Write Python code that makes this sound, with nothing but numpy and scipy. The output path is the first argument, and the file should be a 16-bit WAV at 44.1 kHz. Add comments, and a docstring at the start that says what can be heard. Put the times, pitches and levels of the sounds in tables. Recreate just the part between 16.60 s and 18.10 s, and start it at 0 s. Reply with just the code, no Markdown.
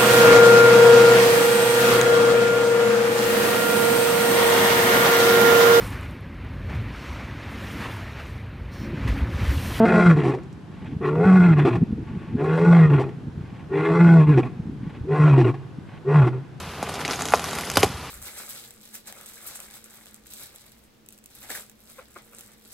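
"""Tyre bursting a watermelon

A car tyre slowly squeezes a watermelon against a kerb until the rind bursts. Each fracture sends a
bending wave through the rind, treble first: a fast falling chirp with a spit of tearing flesh.
Small fibres crunch in between; at the burst juice spurts, pulp slops and the hollow body thumps.
Kerb and wheel echo it over the idling car and outdoor noise."""
import sys
import numpy as np
from scipy import signal
from scipy.fft import rfft, irfft
from scipy.io import wavfile
from scipy.ndimage import uniform_filter1d

SR = 44100
rng = np.random.default_rng(int(sys.argv[2]) if len(sys.argv) > 2 else 0)


def unload_wav(signal):
    """Save mono or channel-first audio to the path in sys.argv[1] as 16-bit WAV at rate SR, clipped to [-1, 1]."""
    wavfile.write(
        sys.argv[1],
        SR,
        np.round(np.clip(np.atleast_2d(signal).T, -1, 1) * 32767).astype(np.int16),
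    )


N = 66150


def undb(db):
    """Decibels to gain."""
    return 10 ** (np.asarray(db) / 20)


def unit(x):
    """Scale to rms 1."""
    return x / np.sqrt(np.mean(x ** 2))


def add(out, start_s, x):
    """Mix x into out from start_s."""
    i = int(np.clip(start_s * SR, 0, N - 1))
    out[i:i + len(x)] += x[:N - i]


def noise():
    """White noise."""
    return rng.standard_normal(N)


def colour(x, curve):
    """Shape x with an EQ curve; rms 1."""
    hz, db = np.array(curve, float).T
    f = np.maximum(np.fft.rfftfreq(N, 1 / SR), 1)
    gain = undb(np.interp(np.log(f), np.log(hz), db))
    return unit(irfft(rfft(x) * gain, N))


def pip(hz, decay_s):
    """A tiny note that swells and dies within a few cycles."""
    t = np.arange(N // 100) / SR
    age = t / (2 * decay_s)
    return (age * np.exp(1 - age)) ** 2 * np.sin(2 * np.pi * hz * t)


def chirp(start_hz, fade_hz, lag_cycles=2.3, attack_cycles=0.47):
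    """A bending wave in the rind: each pitch lags by lag_cycles of its own cycles, so treble leads."""
    t = np.arange(int(2 * lag_cycles / fade_hz * SR)) / SR
    hz = start_hz / (1 + t * start_hz / lag_cycles)
    cycles = np.cumsum(hz) / SR
    attack = 1 - np.exp(-(cycles / attack_cycles) ** 2)
    fade = 1 / (1 + (fade_hz / hz) ** 6.45)
    release = np.minimum(4 * (1 - t / t[-1]), 1)
    bend = attack * fade * release * np.cos(2 * np.pi * cycles) / (2 * np.pi * hz)
    return -np.gradient(bend) * SR  # velocity of the rind


# EQ of the outdoor bed (frequency [Hz], relative level [dB])
OUTDOOR_EQ = [(20, -22), (45, -16), (70, -1), (110, -2.5), (200, -2), (280, -9.5), (370, -8), (600, -9.5),
              (1200, -8), (1800, -14.5), (3000, -14.5), (5000, -22.5), (8000, -29), (13000, -30.5)]
def outdoors():
    """A steady bed of open-air noise, heavy in the bass."""
    return undb(-36.5) * colour(noise(), OUTDOOR_EQ)


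# Bands of the car's drone (centre [Hz], width [Hz], level before the fader ride [dB])
DRONE_BANDS = [(80.3, 13, -40.5), (147.7, 16, -40.5), (390, 55, -47.5)]
def car_drone(crest_s=0.79, swell_s=0.7):
    """The idling car hums in narrow bands of noise, swelling as it pushes."""
    t, f = np.arange(N) / SR, np.fft.rfftfreq(N, 1 / SR)
    drone = np.zeros(N)
    for hz, width_hz, db in DRONE_BANDS:
        band = irfft(rfft(noise()) / (1 + (2 * (f - hz) / width_hz) ** 2), N)
        drone += undb(db) * unit(band)
    push = np.exp(-((t - crest_s) / swell_s) ** 2)
    return drone * undb(-11 + 5.5 * push)


def tail(decay_s):
    """Dense reflections that die away; energy 1."""
    t = np.arange(N // 3) / SR
    wash = rng.standard_normal(len(t)) * np.exp(-t / decay_s) * (1 - np.exp(-4 * t / decay_s))
    return wash / np.sqrt(np.sum(wash ** 2))


# Early reflections off ground, wheel and kerb (delay [s], level [dB])
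NEAR_ECHOES = [(.0024, -35), (.0060, -27), (0.011, -19)]
def surroundings():
    """Impulse response: direct sound, near echoes, scatter under the car and a faint yard tail."""
    under_car = undb(-9.5) * tail(decay_s=0.0054)
    yard = undb(-18.5) * tail(decay_s=0.038)
    response = under_car + yard
    response[0] += 1
    for delay_s, db in NEAR_ECHOES:
        response[int(delay_s * SR)] += undb(db)
    return response


def pops(per_s=260, low_hz=3050, high_hz=12200, scatter_db=3):
    """Juicy cells pop at random times and pitches; rms 1."""
    out = np.zeros(N)
    for when, pitch, size in rng.random((int(per_s * N / SR), 3)):
        hz = low_hz * (high_hz / low_hz) ** pitch
        strength = undb(-scatter_db * np.log(max(size, .03)))
        add(out, when * N / SR, strength * pip(hz, decay_s=.00022))
    return unit(out)


# EQ of the wet fizz (frequency [Hz], relative level [dB])
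FIZZ_EQ = [(600, -28), (1500, 7.5), (2400, 1), (3600, 4), (6200, 1), (8500, -2), (11500, -1.5),
           (14000, -13)]
def fizz(per_s=2400, scatter_db=3.5):
    """Wet cells burst in a dense spray of clicks; rms 1."""
    clicks = np.sign(noise() * (rng.random(N) < per_s / SR))
    strength = undb(scatter_db * np.minimum(rng.exponential(size=N), 4))
    return colour(clicks * strength, FIZZ_EQ)


def snaps(per_s=950, low_hz=331, high_hz=3490, scatter_db=2.5):
    """Tiny fractures, each a chirp, the higher ones louder; rms 1."""
    out = np.zeros(N)
    for when, pitch, size, polarity in rng.random((int(per_s * N / SR), 4)):
        hz = low_hz * (high_hz / low_hz) ** pitch
        strength = undb(-scatter_db * np.log(max(size, .03))) * np.sqrt(hz / low_hz)
        add(out, when * N / SR, np.sign(polarity - .5) * strength * chirp(hz, hz / 2))
    return unit(out)


# Fader rides of the crunch (time [s], snap level [dB], wet level [dB])
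CRUNCH_FADERS = [(0, -44, -41), (.06, -49, -56), (.21, -42.5, -71), (.25, -38, -54), (.35, -39, -44),
                 (.385, -36.5, -49), (0.408, -29.5, -36.5), (.47, -42.5, -61), (0.503, -29.5, -32.5),
                 (.575, -43.5, -44), (.605, -36, -34.5), (.645, -40, -42.5), (.675, -39.5, -39.5),
                 (.77, -37, -38), (.825, -41, -41), (.87, -37, -35), (.96, -35, -39), (1.06, -41, -38),
                 (1.115, -36, -44.5), (1.148, -46, -40), (1.248, -27, -37.5), (1.29, -73, -41.5),
                 (1.34, -51, -47), (1.5, -72, -50.5)]
def crunch():
    """Small fibres give way: low snaps under a wet layer of fizz and pops."""
    t = np.arange(N) / SR
    times, snap_db, wet_db = np.array(CRUNCH_FADERS).T
    spray, snapping = fizz(), snaps()
    wet = unit(spray + undb(-6.5) * pops())
    return snapping * undb(np.interp(t, times, snap_db)) + wet * undb(np.interp(t, times, wet_db))


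# Thin snaps of single fibres (time [s], level [dB], pitch [Hz], decay [s])
FIBRE_TICKS = [(0.4493, -20, 2020, 0.0004), (.4499, -21, 4400, 0.00016), (0.479, -18, 6000, 0.00019),
               (0.4785, -21.5, 2560, 0.00046), (0.51, -13, 5300, 0.00014), (0.559, -23, 6440, 0.00027),
               (0.621, -11.5, 7000, 0.000091), (.655, -12, 6900, 0.00007), (0.6554, -20.5, 3120, 0.00026),
               (.6657, -26, 6700, .00025), (0.6855, -21, 6200, 0.00014), (0.705, -23.5, 6400, 0.00025),
               (0.7369, -17, 2410, 0.00091), (0.7397, -19.5, 6240, 0.00016), (0.7566, -16.5, 6100, 0.00012),
               (.842, -17.5, 5830, 0.00015), (0.986, -22, 2170, 0.00029), (1.0105, -29, 5600, 0.00009),
               (1.036, -22.5, 1980, 0.00036), (1.101, -21.5, 6400, 0.00014), (1.1563, -18, 4810, 0.00075),
               (1.1708, -16.5, 4600, 0.00023), (1.186, -20, 3230, 0.00041)]
def ticks():
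    """A fibre parts and rings for a few cycles."""
    out = np.zeros(N)
    for start_s, db, hz, decay_s in FIBRE_TICKS:
        add(out, start_s, undb(db) * pip(hz, decay_s))
    return out


# EQ of tearing flesh and juice (frequency [Hz], relative level [dB])
FLESH_EQ = [(150, -6.5), (500, 10.5), (1200, 1.5), (2800, 4.5), (5000, 4), (8000, 0.5), (11500, 2.5),
            (14000, -8.5)]
def flesh_hiss():
    """The broad hiss of wet flesh tearing; rms 1."""
    return colour(noise(), FLESH_EQ)


def spurt(start_s=1.192, hold_s=0.017, ramp_s=0.0036):
    """Juice hisses out of the fresh split."""
    t = np.arange(N) / SR - start_s
    flow = np.clip(np.minimum(t, hold_s - t) / ramp_s + 1, 0, 1)
    return undb(-29.5) * flow * flesh_hiss()


# EQ of the pulp (frequency [Hz], relative level [dB])
PULP_EQ = [(60, -21), (200, -4), (370, -0.5), (570, -1), (780, 2.5), (1100, -7), (1800, -15), (6000, -45)]
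# Wet slops at the burst (time [s], level [dB], decay [s])
PULP_SLOPS = [(1.169, -19, 0.0091), (1.2341, -18.5, 0.012)]
def slops(attack_s=0.00043):
    """Pulp lurches in the opened shell with a dull splat."""
    flow, t = np.zeros(N), np.arange(N // 4) / SR
    for start_s, db, decay_s in PULP_SLOPS:
        add(flow, start_s, undb(db) * np.exp(-t / decay_s) * (1 - np.exp(-t / attack_s)))
    return flow * colour(noise(), PULP_EQ)


# Modes of the cavity (pitch [Hz], decay [s], relative level [dB])
CAVITY_MODES = [(386, 0.0076, -0.5), (768, 0.011, -12)]
# Hollow knocks (time [s], level [dB])
CAVITY_KNOCKS = [(.2306, -26), (.452, -23.5), (.7388, -22), (1.1735, -23), (1.2322, -12)]
def knocks(attack_s=0.00055):
    """A deep fracture jolts the cavity, which answers with a short hollow note."""
    out, t = np.zeros(N), np.arange(N // 10) / SR
    note = sum(undb(db) * np.exp(-t / decay_s) * np.sin(2 * np.pi * hz * t)
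               for hz, decay_s, db in CAVITY_MODES)
    for start_s, db in CAVITY_KNOCKS:
        add(out, start_s, undb(db) * note * (1 - np.exp(-t / attack_s)))
    return out


# Thumps of the collapsing body (time [s], level [dB], start pitch [Hz], fade pitch [Hz])
BODY_THUMPS = [(0.2291, -24.5, 318, 160), (1.175, -20.5, 235, 75), (1.203, -18, 190, 120),
               (1.239, -19.5, 215, 72), (1.265, -20, 213, 128), (1.299, -21, 182, 112),
               (1.342, -25.5, 120, 75.6)]
def thumps():
    """Slow, deep waves as the split body gives way."""
    out = np.zeros(N)
    for start_s, db, start_hz, fade_hz in BODY_THUMPS:
        add(out, start_s, undb(db) * chirp(start_hz, fade_hz))
    return out


# Resonances of the hollow melon and its rind (pitch [Hz], decay [s], level against the direct wave [dB])
MELON_MODES = [(398, 0.0071, -9), (686, 0.0048, -7.5), (1035, 0.017, -4), (1174, 0.021, -11.5),
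               (1363, 0.011, -8), (2350, 0.0027, -2.5)]
def melon_ring(fractures):
    """The melon adds a brief ring to every fracture."""
    t = np.arange(N // 10) / SR
    ring = sum(undb(db) * 2 / (decay_s * SR) * np.exp(-t / decay_s) * np.cos(2 * np.pi * hz * t)
               for hz, decay_s, db in MELON_MODES)
    return fractures + signal.fftconvolve(fractures, ring)[:N]


# Fractures of the rind (time [s], chirp level [dB], start pitch [Hz], fade pitch [Hz],
# tear level [dB], tear decay [s], tear low-pass [Hz])
RIND_CRACKS = [(.2273, -15, 1400, 545, -29.5, 0.0097, 11600), (0.288, -27, 1500, 800, -34, 0.014, 12000),
               (0.2927, -18, 1280, 614, -39.5, 0.0072, 9000), (0.3396, -30, 3000, 1500, -29, 0.008, 8000),
               (.354, -28, 4030, 1510, -31, .0077, 6960), (.413, -28, 3080, 1200, -32, 0.0054, 6000),
               (.4497, -21, 5270, 1800, -25, 0.011, 6400), (0.4545, -22, 3180, 1500, -33, 0.0045, 9000),
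               (.479, -27, 2660, 595, -27, .002, 12000), (.489, -17.5, 1420, 710, -33, .003, 6000),
               (0.5111, -21, 1150, 540, -25.5, 0.0063, 7000), (0.5332, -16, 4240, 1860, -26, .008, 7000),
               (.592, -19, 1850, 925, -30, 0.0065, 9000), (0.6093, -18.5, 2600, 796, -38, .005, 9000),
               (.6215, -22, 3000, 900, -26.5, .002, 13000), (.655, -27, 1580, 540, -26, .004, 13000),
               (0.6859, -19.5, 3540, 1800, -23.5, .0025, 10000),
               (.7219, -11, 1430, 900, -27.5, 0.0063, 12000), (0.7365, -2, 2010, 518, -25, 0.014, 11600),
               (0.7946, -24, 2520, 596, -23.5, 0.0038, 7900), (.8416, -23.5, 2530, 690, -25, 0.0028, 13000),
               (.9313, -24, 1460, 600, -27, 0.0048, 9000), (0.951, -33, 1500, 700, -27, 0.0023, 13000),
               (.986, -20, 2500, 900, -23.5, 0.0031, 13000), (1.010, -27, 4000, 1993, -22.5, 0.0018, 12000),
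               (1.1001, -35, 2000, 800, -17, 0.0012, 13000), (1.1153, -42, 3500, 900, -24.5, 0.003, 13000),
               (1.138, -35, 3500, 1800, -26, 0.0029, 12000),
               (1.1574, -18.5, 1900, 1000, -21.5, 0.0036, 13000),
               (1.1621, -22.5, 700, 350, -40, .003, 13000), (1.1707, -8.5, 2510, 694, -10.5, 0.0037, 15000),
               (1.1721, -8.5, 472, 250, -47, .0041, 6000), (1.1769, -16.5, 980, 390, -40, .005, 6000),
               (1.2237, -29, 2200, 1000, -25, 0.0047, 13000),
               (1.2308, -2.5, 4160, 1870, -15, 0.0061, 13200), (1.2323, -7, 1200, 580, -46, 0.0039, 6000),
               (1.2345, -3, 380, 280, -44, 0.002, 6000), (1.244, -23, 5000, 3000, -24, 0.0025, 13000),
               (1.2624, -19, 1900, 1100, -48, 0.0027, 6000)]
def cracks(tear_attack_s=0.000066):
    """Each fracture: a falling chirp and a short spit of tearing flesh, bright or muffled."""
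    out, flesh, t = np.zeros(N), flesh_hiss(), np.arange(N // 10) / SR
    for start_s, db, start_hz, fade_hz, tear_db, tear_s, cutoff_hz in RIND_CRACKS:
        envelope = np.exp(-t / tear_s) * (1 - np.exp(-t / tear_attack_s))
        spit = flesh[int(start_s * SR):][:len(t)] * envelope
        muffle = signal.butter(2, cutoff_hz, fs=SR, output="sos")
        add(out, start_s, undb(db) * chirp(start_hz, fade_hz))
        add(out, start_s, undb(tear_db) * signal.sosfilt(muffle, spit))
    return out


def stereo_width(send, above_hz=4400):
    """Stereo width: high hiss, randomly modulated so that left and right differ."""
    wander = uniform_filter1d(uniform_filter1d(noise(), size=50), size=50)
    modulator = unit(np.tanh(2 * unit(wander)))
    highpass = signal.butter(20, above_hz, "high", fs=SR, output="sos")
    return signal.sosfilt(highpass, send * modulator)


def scene():
    """Fractures sit in the centre; crunch, juice and outdoor hiss spread wide."""
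    fibres, juice = crunch(), spurt()
    bed = outdoors() + car_drone()
    melon = melon_ring(cracks() + fibres) + ticks() + knocks() + thumps() + slops() + juice
    mid = signal.fftconvolve(melon, surroundings())[:N] + bed
    side = stereo_width(undb(-2) * (bed + juice) + undb(-5) * fibres)
    return np.array([mid + side, mid - side])


def record(dry, ceiling=.92, top_hz=13100):
    """A soft clip rounds the highest peaks and a steep low-pass cuts the top."""
    rounded = dry / (1 + (dry / ceiling) ** 8) ** (1 / 8)
    return signal.sosfilt(signal.cheby1(12, .2, top_hz, fs=SR, output="sos"), rounded)


dry = scene()
out = record(dry)
unload_wav(out)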